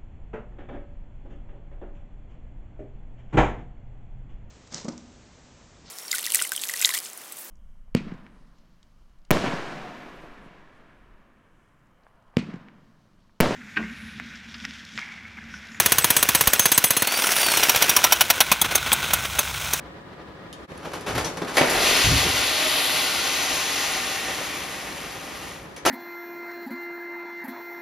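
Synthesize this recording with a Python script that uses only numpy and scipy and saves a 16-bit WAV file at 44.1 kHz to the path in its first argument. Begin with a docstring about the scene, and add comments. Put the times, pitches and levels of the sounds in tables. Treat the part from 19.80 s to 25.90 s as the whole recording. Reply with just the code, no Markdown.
"""Filling a sack with rice

In a humming rice mill, a worker fits a stiff paper sack under a steel weighing hopper and knocks the
slide gate open. Thousands of grain impacts a second merge into a hiss on the chute and a patter in the
sack, whose bottom drops open with a thump. The stream thins to a trickle, and the gate is slammed shut
and rings in its natural modes. All is heard from a step or two away."""
import sys
import numpy as np
from scipy import signal
from scipy.fft import rfft, irfft
from scipy.io import wavfile
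from scipy.ndimage import uniform_filter1d

SR = 44100
rng = np.random.default_rng(int(sys.argv[2]) if len(sys.argv) > 2 else 0)


def unload_wav(signal):
    """Save mono or channel-first audio to the path in sys.argv[1] as 16-bit WAV at rate SR, clipped to [-1, 1]."""
    wavfile.write(
        sys.argv[1],
        SR,
        np.round(np.clip(np.atleast_2d(signal).T, -1, 1) * 32767).astype(np.int16),
    )


N = 269010
T = np.arange(N) / SR

# the stream of rice on the chute (time [s], level [dB])
FLOW = [(1.96, -26.5), (2.06, -20), (2.17, -19.5), (2.3, -21.5), (2.45, -23), (2.62, -24.5), (2.9, -24.5),
        (3.45, -26), (4.05, -27.5), (4.55, -31.5), (4.9, -36), (5.44, -40), (5.7, -40.5), (5.95, -58)]
# spectra of one grain landing on each surface (frequency [Hz], relative level [dB])
ON_STEEL = [(150, -23.5), (600, -9.5), (1200, -7.5), (1650, -6.5), (2000, -1.5), (2700, 0.5), (3500, -1.5),
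            (4600, -4), (5600, -5), (7200, -6), (10000, -33), (15500, -10)]
IN_SACK = [(35, -21), (80, -7.5), (160, -21), (290, -1), (600, -1), (1100, -3.5), (1600, -5), (2600, -7),
           (4000, -25), (7000, -48)]
ON_RICE = [(3000, -18), (6000, -3), (9500, 0), (13200, -5), (15500, -7), (17000, -30)]
ON_BARE_PAPER = [(150, -11), (300, -9.5), (400, 2), (520, -3.5), (720, -2.5), (1000, -10), (2000, -7.5),
                 (5000, -30)]
# chute resonances: always, at full flow, at a trickle (frequency [Hz], width [Hz], lift [dB])
CHUTE_PEAKS = [(628, 6, 4.5), (768, 50, 7), (1135, 330, 5.5), (1484, 330, 4), (1900, 150, 5),
               (2110, 140, 1.5)]
FULL_FLOW_PEAKS = [(2620, 250, 1.5), (3500, 2300, 3), (4470, 1200, 3.5)]
TRICKLE_PEAKS = [(1800, 130, 1.9), (2330, 250, 0.95)]
# resonances of the sack and the spout inside it (frequency [Hz], width [Hz], lift [dB])
SACK_PEAKS = [(260, 58, 4), (772, 63, 5), (1086, 49, 6), (1924, 94, 5.5)]
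# passing resonances and hollows (time [s], half length [s], frequency [Hz], width [Hz], lift [dB])
PASSING_COLOURS = [(2.2, 0.087, 12000, 6000, -1), (2.296, 0.06, 6160, 2000, 3), (2.95, 0.33, 624, 45, 8),
                   (3.053, 0.37, 3800, 2000, 2.5), (3.004, 0.23, 5900, 1800, -2.5),
                   (3.07, 0.21, 11600, 3500, 4.5), (3.35, 0.19, 1420, 120, 5.5), (3.35, .25, 1740, 180, -4),
                   (3.85, 0.63, 6200, 1200, 3), (4.15, 0.51, 774, 80, 3), (4.33, 0.18, 1850, 90, 3),
                   (4.45, .35, 305, 70, 4), (4.49, .035, 1970, 220, 6), (4.4, 0.11, 2750, 100, 3),
                   (4.717, 0.07, 2330, 220, 5)]

# blows that open and later shut the gate (time [s], level [dB], tilt [dB/octave])
GATE_BLOWS = [(1.769, -15, -1.1), (1.779, -15.5, -2.5), (1.810, -16, -4.5), (1.830, -20, -5),
              (1.897, -22.5, 3), (5.964, -39.5, -1.5), (6.051, -19.5, -2.5), (6.057, -20, 4)]
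# spectrum of the gate's rattle (frequency [Hz], relative level [dB])
RATTLE_SPECTRUM = [(50, -27), (150, -23), (300, -5.5), (450, -4.5), (700, -2.5), (1200, -6), (2000, -0.5),
                   (3500, -6.5), (6000, -10.5), (10000, -10), (15000, -20)]
# modes of the gate plate (frequency [Hz], relative level [dB], t60 [s])
GATE_MODES = [(290, -8, 0.073), (492, -6.5, 0.13), (536, -3, 0.2), (666, -1, 0.2), (720, 0, 0.13),
              (847, 0, 0.084), (1320, 4.5, 0.053), (1950, -10, 0.1), (2200, -23, 0.18), (2890, -19, 0.21),
              (4730, -16, 0.22), (5300, -12, 0.18), (6340, -5.5, 0.14)]

# crumples of the sack (peak time [s], level [dB], swell [s], t60 [s], tilt [dB/octave])
CRUMPLES = [(0.919, -34.5, 0.0023, 0.039, -2.5), (1.031, -35, 0.0031, .06, -1.5),
            (1.056, -31.5, 0.027, 0.21, -.5), (1.117, -36, 0.0034, .05, 1), (1.134, -29.5, .002, .23, 0.9),
            (1.266, -27, 0.0049, 0.11, 0.5), (1.281, -26.5, 0.011, 0.36, 1.1),
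            (1.309, -26, .003, 0.076, -1.5), (1.354, -25, 0.014, 0.28, 1), (1.38, -23.5, .008, 0.23, 2),
            (1.408, -26, .002, 0.056, 0), (1.456, -28, 0.023, 0.25, 0.8), (1.572, -29.5, 0.002, 0.14, 0.5),
            (1.62, -24.5, .012, 0.13, -1.3), (1.648, -30, .003, .07, 0), (1.682, -29.5, .022, 0.4, 1),
            (1.761, -27.5, 0.048, 0.72, 3), (1.812, -15, .004, 0.064, -1.5),
            (2.457, -26, 0.038, 0.17, -2.5), (4.486, -29, 0.006, 0.078, 0), (4.589, -29.5, 0.0096, 0.06, 0),
            (4.612, -31, 0.004, .09, 0)]
# spectrum of one crease (frequency [Hz], relative level [dB])
CREASE_SPECTRUM = [(30, -22), (70, -13), (150, -3.5), (400, 0), (800, -4), (1400, -7.5), (2500, -13.5),
                   (5000, -20.5), (9000, -24), (15000, -34)]
# dull low thuds: a shuffle, then rice hitting the sack's bottom (time [s], level [dB], t60 [s])
THUDS = [(1.296, -27.5, 0.26), (1.358, -26.5, 0.27), (2.243, -19.5, 0.32), (2.262, -14, 0.25),
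         (2.305, -13.5, 0.32), (2.44, -33, 1.0)]
# modes of a thud and spectrum of its noise (frequency [Hz], relative level [dB])
THUD_MODES = [(62, -1), (80, -1), (109, 1.5), (128, -6)]
THUD_SPECTRUM = [(20, -44), (32, -11), (45, 1), (70, -1), (115, 2.5), (150, -3.5), (200, -7), (270, -3.5),
                 (450, -37), (1200, -62)]

# light touches on steel fittings (time [s], level [dB], centre of the ringing [Hz], t60 [s])
CLINKS = [(0.728, -40, 3240, 0.079), (0.977, -42, 8650, 0.026), (1.21, -39.5, 10000, .04),
          (1.446, -29.5, 5400, 0.16), (1.57, -39, 5900, .04), (5.963, -43, 7400, .14)]
# modes of the fittings (frequency [Hz])
FITTING_MODES = [2840, 3200, 3630, 4440, 5400, 5870, 6280, 9400, 10300, 12500]
# spectrum of the contact (frequency [Hz], relative level [dB])
TICK_SPECTRUM = [(800, -17), (2500, 5), (5000, 2), (10000, 3), (15000, -15), (17000, -30)]

# broadband noise of the mill (frequency [Hz], relative level [dB])
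MILL_SPECTRUM = [(20, -34), (35, -10), (55, 4), (105, 2), (170, -1.5), (330, 3.5), (550, -3.5), (750, -5.5),
                 (1200, -8), (2200, -14), (4000, -21.5), (6500, -34), (11000, -41.5), (15000, -46)]
# its resonances and a hollow (frequency [Hz], width [Hz], lift [dB])
MILL_PEAKS = [(553, 33, 6.5), (1230, 100, 3.5), (1660, 50, 3), (1886, 45, 7), (2600, 500, -2.5),
              (3270, 100, 0)]
# tones of the machinery (frequency [Hz], rms level [dB])
MILL_TONES = [(149, -59), (167, -56), (196, -57), (543, -59), (705, -63), (996, -60), (1195, -65),
              (1680, -65), (1781, -65)]
# left channel over right (frequency [Hz], level difference [dB])
BALANCE = [(300, 0), (700, 1.5), (1350, 1.5), (1720, -1.2), (2200, 1.5), (3400, 2.5), (5000, 3.5),
           (6000, 2.3), (8000, 0), (15000, 0.5)]


def rice(grains_per_s=30000, scatter_db=4, flutter_db=0.55, sizzle_db=-5.5, drum_db=-24, drum_t60=1.86):
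    """Random impacts superpose into noise, coloured by the surface struck: steel, sack or other grains."""
    flow_db = np.interp(T, *np.transpose(FLOW))
    thinning_db = flow_db.max() - flow_db
    strength = undb(-.6 * thinning_db)
    rate = grains_per_s * strength
    # a thinner stream has fewer grains, a duller ring and a larger share of patter
    fullness = np.clip(2.47 * strength - .8, 0, 1)
    pour = colour(impacts(rate, scatter_db), ON_STEEL, peaks=CHUTE_PEAKS + FULL_FLOW_PEAKS)
    trickle = colour(impacts(rate, scatter_db), ON_STEEL, tilt_db=-1, peaks=CHUTE_PEAKS + TRICKLE_PEAKS)
    chute = np.sqrt(fullness) * pour + np.sqrt(1 - fullness) * trickle
    patter_db = -10.5 + 0.42 * np.minimum(thinning_db, 22) + 0.26 * wander(35)
    patter = colour(impacts(rate / 3, scatter_db), IN_SACK, peaks=SACK_PEAKS + CHUTE_PEAKS[:1])
    sizzle = colour(impacts(rate, scatter_db), ON_RICE)
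    stream = chute + undb(patter_db) * patter + undb(sizzle_db) * sizzle
    # bare paper drums until a layer of rice damps it
    drum = colour(impacts(rate / 10, scatter_db), ON_BARE_PAPER)
    drum *= undb(drum_db) * decay(np.maximum(T - 1.98, 0), drum_t60)
    gate_open = np.interp(T, [1.78, 1.92, 5.95, 6.04], [0, 1, 1, 0])
    return gate_open * (undb(flow_db + flutter_db * wander(45)) * stream + drum)


def passing_colours(stream):
    """Time-varying filtering: bands swell or sink briefly; near 3 s it is hollow, as if cupped by hand."""
    spectrum, out = rfft(stream, 2 * N), stream
    f = np.arange(N + 1) * SR / (2 * N)
    for time, half_s, hz, width, lift_db in PASSING_COLOURS:
        band = irfft(spectrum * np.exp(-2 * ((f - hz) / width) ** 2))[:N]
        gain = undb(lift_db * bell(T, time, half_s))
        out = out + (gain - 1) * band
    return out


def gate(chatter_per_s=7000, contact_s=0.00017):
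    """Impact excitation: each blow rattles the plate in its guides and sets its damped modes ringing."""
    out, t = np.zeros(N), T[:SR // 2]
    attack = 1 - np.exp(-t / contact_s)

    def blow(tilt_db, ring_db, rattle_t60):
        chatter = impacts(chatter_per_s, scatter_db=0.78, count=len(t)) * decay(t, rattle_t60)
        rattle = colour(chatter, RATTLE_SPECTRUM, tilt_db)
        phases = rng.uniform(0, 2 * np.pi, len(GATE_MODES))
        ring = sum(undb(db) * decay(t, t60) * np.sin(2 * np.pi * hz * t + phase)
                   for (hz, db, t60), phase in zip(GATE_MODES, phases))
        return attack * (rattle + undb(ring_db) * ring)

    for time, db, tilt_db in GATE_BLOWS:
        add(out, time, undb(db) * blow(tilt_db, ring_db=-22, rattle_t60=0.18))
    # the slam: the plate hits its end stop and rings fully
    add(out, 6.063, undb(-20.5) * blow(tilt_db=-3.5, ring_db=4.5, rattle_t60=1))
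    return out


def paper(creases_per_s=9000, scatter_db=3, snaps_per_s=260, snap_db=-12, sliding_db=-39):
    """Buckling releases strain in tiny creases and crisp snaps; friction rustles as the sack is fitted."""
    out, t = np.zeros(N), T[:SR // 2]
    for time, db, swell_s, t60, tilt_db in CRUMPLES:
        strain = np.minimum(t / swell_s, 1) ** 2 * decay(np.maximum(t - swell_s, 0), t60)
        creases = strain * impacts(creases_per_s, scatter_db, count=len(t))
        creases = colour(creases, CREASE_SPECTRUM, tilt_db)
        snaps = strain * impacts(snaps_per_s, scatter_db=1, count=len(t))
        snaps = colour(snaps, CREASE_SPECTRUM, tilt_db + 1.5)
        add(out, time - swell_s, undb(db) * (creases + undb(snap_db) * snaps))
    handling = np.interp(T, [.7, 1.35, 1.75, 1.9], [0, 1, 1, 0])
    sliding = colour(handling * impacts(creases_per_s / 3, scatter_db), CREASE_SPECTRUM)
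    return out + undb(sliding_db) * sliding


def thuds(rise_s=0.008, noise_db=-5):
    """Soft impacts excite low modes: a shuffle while the sack is fitted, then rice hitting its bottom."""
    out, t = np.zeros(N), T[:SR]
    boom = unit_rms(sum(undb(db) * np.sin(2 * np.pi * hz * t) for hz, db in THUD_MODES))
    for time, db, t60 in THUDS:
        noise = colour(impacts(rate=2500, scatter_db=0.91, count=len(t)), THUD_SPECTRUM)
        envelope = (1 - np.exp(-t / rise_s)) * decay(t, t60)
        add(out, time, undb(db) * envelope * (boom + undb(noise_db) * noise))
    return out


def clinks(spread_octaves=0.41, tick_db=-1, click_db=-3, click_t60=0.006):
    """Selective excitation: a touch ticks brightly and rings the fitting's modes near one frequency."""
    out, t = np.zeros(N), T[:SR // 2]
    hz = np.array(FITTING_MODES)[:, None]
    for time, db, centre_hz, t60 in CLINKS:
        weights = bell(np.log2(hz), np.log2(centre_hz), spread_octaves)
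        modes = np.sin(2 * np.pi * hz * t + rng.uniform(0, 2 * np.pi, hz.shape))
        ring = np.sum(weights * modes, axis=0) / np.linalg.norm(weights)
        contact = undb(click_db) * decay(t, click_t60) + decay(t, 0.98 * t60)
        tick = colour(rng.standard_normal(len(t)) * contact, TICK_SPECTRUM)
        add(out, time, undb(db) * (ring * decay(t, t60) + undb(tick_db) * tick))
    return out


def mill(noise_db=-43.66, flicker_db=1.5, diffuse_hz=1000, drift=0.00088):
    """A diffuse field: motors and belts drone all round, so only the bass is alike left and right."""
    mid, side = (colour(rng.standard_normal(N), MILL_SPECTRUM, peaks=MILL_PEAKS)
                 * undb(flicker_db * wander(53)) for _ in range(2))
    side = undb(-13) * side + undb(-1) * highpass(side, diffuse_hz)
    out = undb(noise_db) * stereo(mid, side)
    for hz, db in MILL_TONES:
        phase = 2 * np.pi * np.cumsum(hz * (1 + drift * wander(7))) / SR
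        arrival_phase = rng.uniform(-0.41, 0.78, (2, 1)) * min(hz / diffuse_hz, 2)
        out += np.sqrt(2) * undb(db + wander(11)) * np.sin(phase + arrival_phase)
    return out


def room(direct, wet_db, t60=0.32, band_hz=(120, 8000), diffuse_hz=420):
    """Reverberation: a cramped workshop adds dense, short echoes, the low ones alike on both sides."""
    t = T[:SR // 2]
    mid, side = rng.standard_normal((2, len(t))) * decay(t - .003, t60)
    side = highpass(side, diffuse_hz)
    echoes = stereo(mid, side) / np.linalg.norm([mid, side])
    echoes = signal.sosfilt(signal.butter(3, band_hz, "band", fs=SR, output="sos"), echoes)
    return direct + undb(wet_db) * signal.fftconvolve(direct[None], echoes, axes=1)[:, :N]


def impacts(rate, scatter_db, count=N):
    """Shot noise: random impulses of scattered size, rate a second, with mean power 1."""
    chance = np.clip(rate / SR, 1e-4, 1)
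    signs = rng.choice([-1, 1], count)
    sizes = undb(scatter_db * np.clip(rng.standard_normal(count), -2, 2))
    return (rng.random(count) < chance) * unit_rms(signs * sizes) / np.sqrt(chance)


def colour(x, spectrum, tilt_db=0, peaks=(), size=8192):
    """Minimum-phase filter of unit power gain from a spectrum, a tilt per octave and resonances."""
    f = np.maximum(np.arange(size // 2 + 1) * SR / size, 1)
    hz, db = np.transpose(spectrum)
    db = np.interp(np.log(f), np.log(hz), db) + tilt_db * np.log2(np.maximum(f, 200))
    for centre, width, lift in peaks:
        db += lift / (1 + (2 * (f - centre) / width) ** 2)
    # folding the cepstrum onto positive time makes the response causal
    cepstrum = irfft(np.log(undb(db)))
    cepstrum[1:size // 2] *= 2
    cepstrum[size // 2 + 1:] = 0
    response = irfft(np.exp(rfft(cepstrum)))
    return signal.oaconvolve(x, response / np.linalg.norm(response))[:len(x)]


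def wander(rate):
    """Slow fluctuation of rms 1: random values held for 1 / rate seconds and smoothed twice."""
    hold = int(SR / rate)
    steps = np.repeat(rng.standard_normal(N // hold + 1), hold)
    return unit_rms(uniform_filter1d(uniform_filter1d(steps, hold), hold)[:N])


def decay(t, t60):
    """Exponential damping from t = 0, by 60 dB in t60 seconds."""
    return (t >= 0) * np.exp(-np.log(1000) * np.maximum(t, 0) / t60)


def bell(x, centre, half_width):
    """Gaussian curve of height 1."""
    return np.exp(-((x - centre) / half_width) ** 2)


def highpass(x, hz):
    """First-order high-pass filter."""
    return signal.sosfilt(signal.butter(1, hz, "high", fs=SR, output="sos"), x)


def stereo(mid, side):
    """Sum and difference give left and right."""
    return np.array([mid + side, mid - side])


def undb(db):
    """Decibels to amplitude ratio."""
    return 10 ** (np.asarray(db) / 20)


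def unit_rms(x):
    """Normalisation to rms 1."""
    return x / np.sqrt(np.mean(x ** 2) + 1e-18)


def add(track, time, sound):
    """Superpose a sound on a track from a time in seconds."""
    start = int(time * SR)
    part = sound[:N - start]
    track[start:start + len(part)] += part


def scene():
    """Superposition: rice, steel, paper and thuds reverberate in the workshop over the mill's drone."""
    stream = room(passing_colours(rice()), wet_db=-7.5)
    steel = room(gate() + clinks(), wet_db=-4)
    paper_and_thuds = room(paper() + thuds(), wet_db=-5.5)
    return stream + steel + paper_and_thuds + mill()


def record(dry, lag_s=0.000172, lag_from_hz=5350, lag_to_hz=14070, top_hz=15800):
    """Time and level differences: on the left the treble is slightly late and most mids are louder."""
    f = np.maximum(np.arange(N + 1) * SR / (2 * N), 1)
    lag_phase = 2 * np.pi * lag_s * (np.clip(f, lag_from_hz, lag_to_hz) - lag_from_hz)
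    balance_db = np.interp(f, *np.transpose(BALANCE))
    sides = np.array([[.5], [-.5]])
    response = undb(sides * balance_db) * np.exp(-1j * sides * lag_phase)
    channels = irfft(rfft(dry, 2 * N) * response)[:, :N]
    dip = undb(-19 * bell(T, centre=.871, half_width=.012))  # the level dips briefly once
    lowpass = signal.ellip(10, .2, 80, top_hz, fs=SR, output="sos")
    return signal.sosfilt(lowpass, channels * dip)


dry = scene()
out = record(dry)
unload_wav(out)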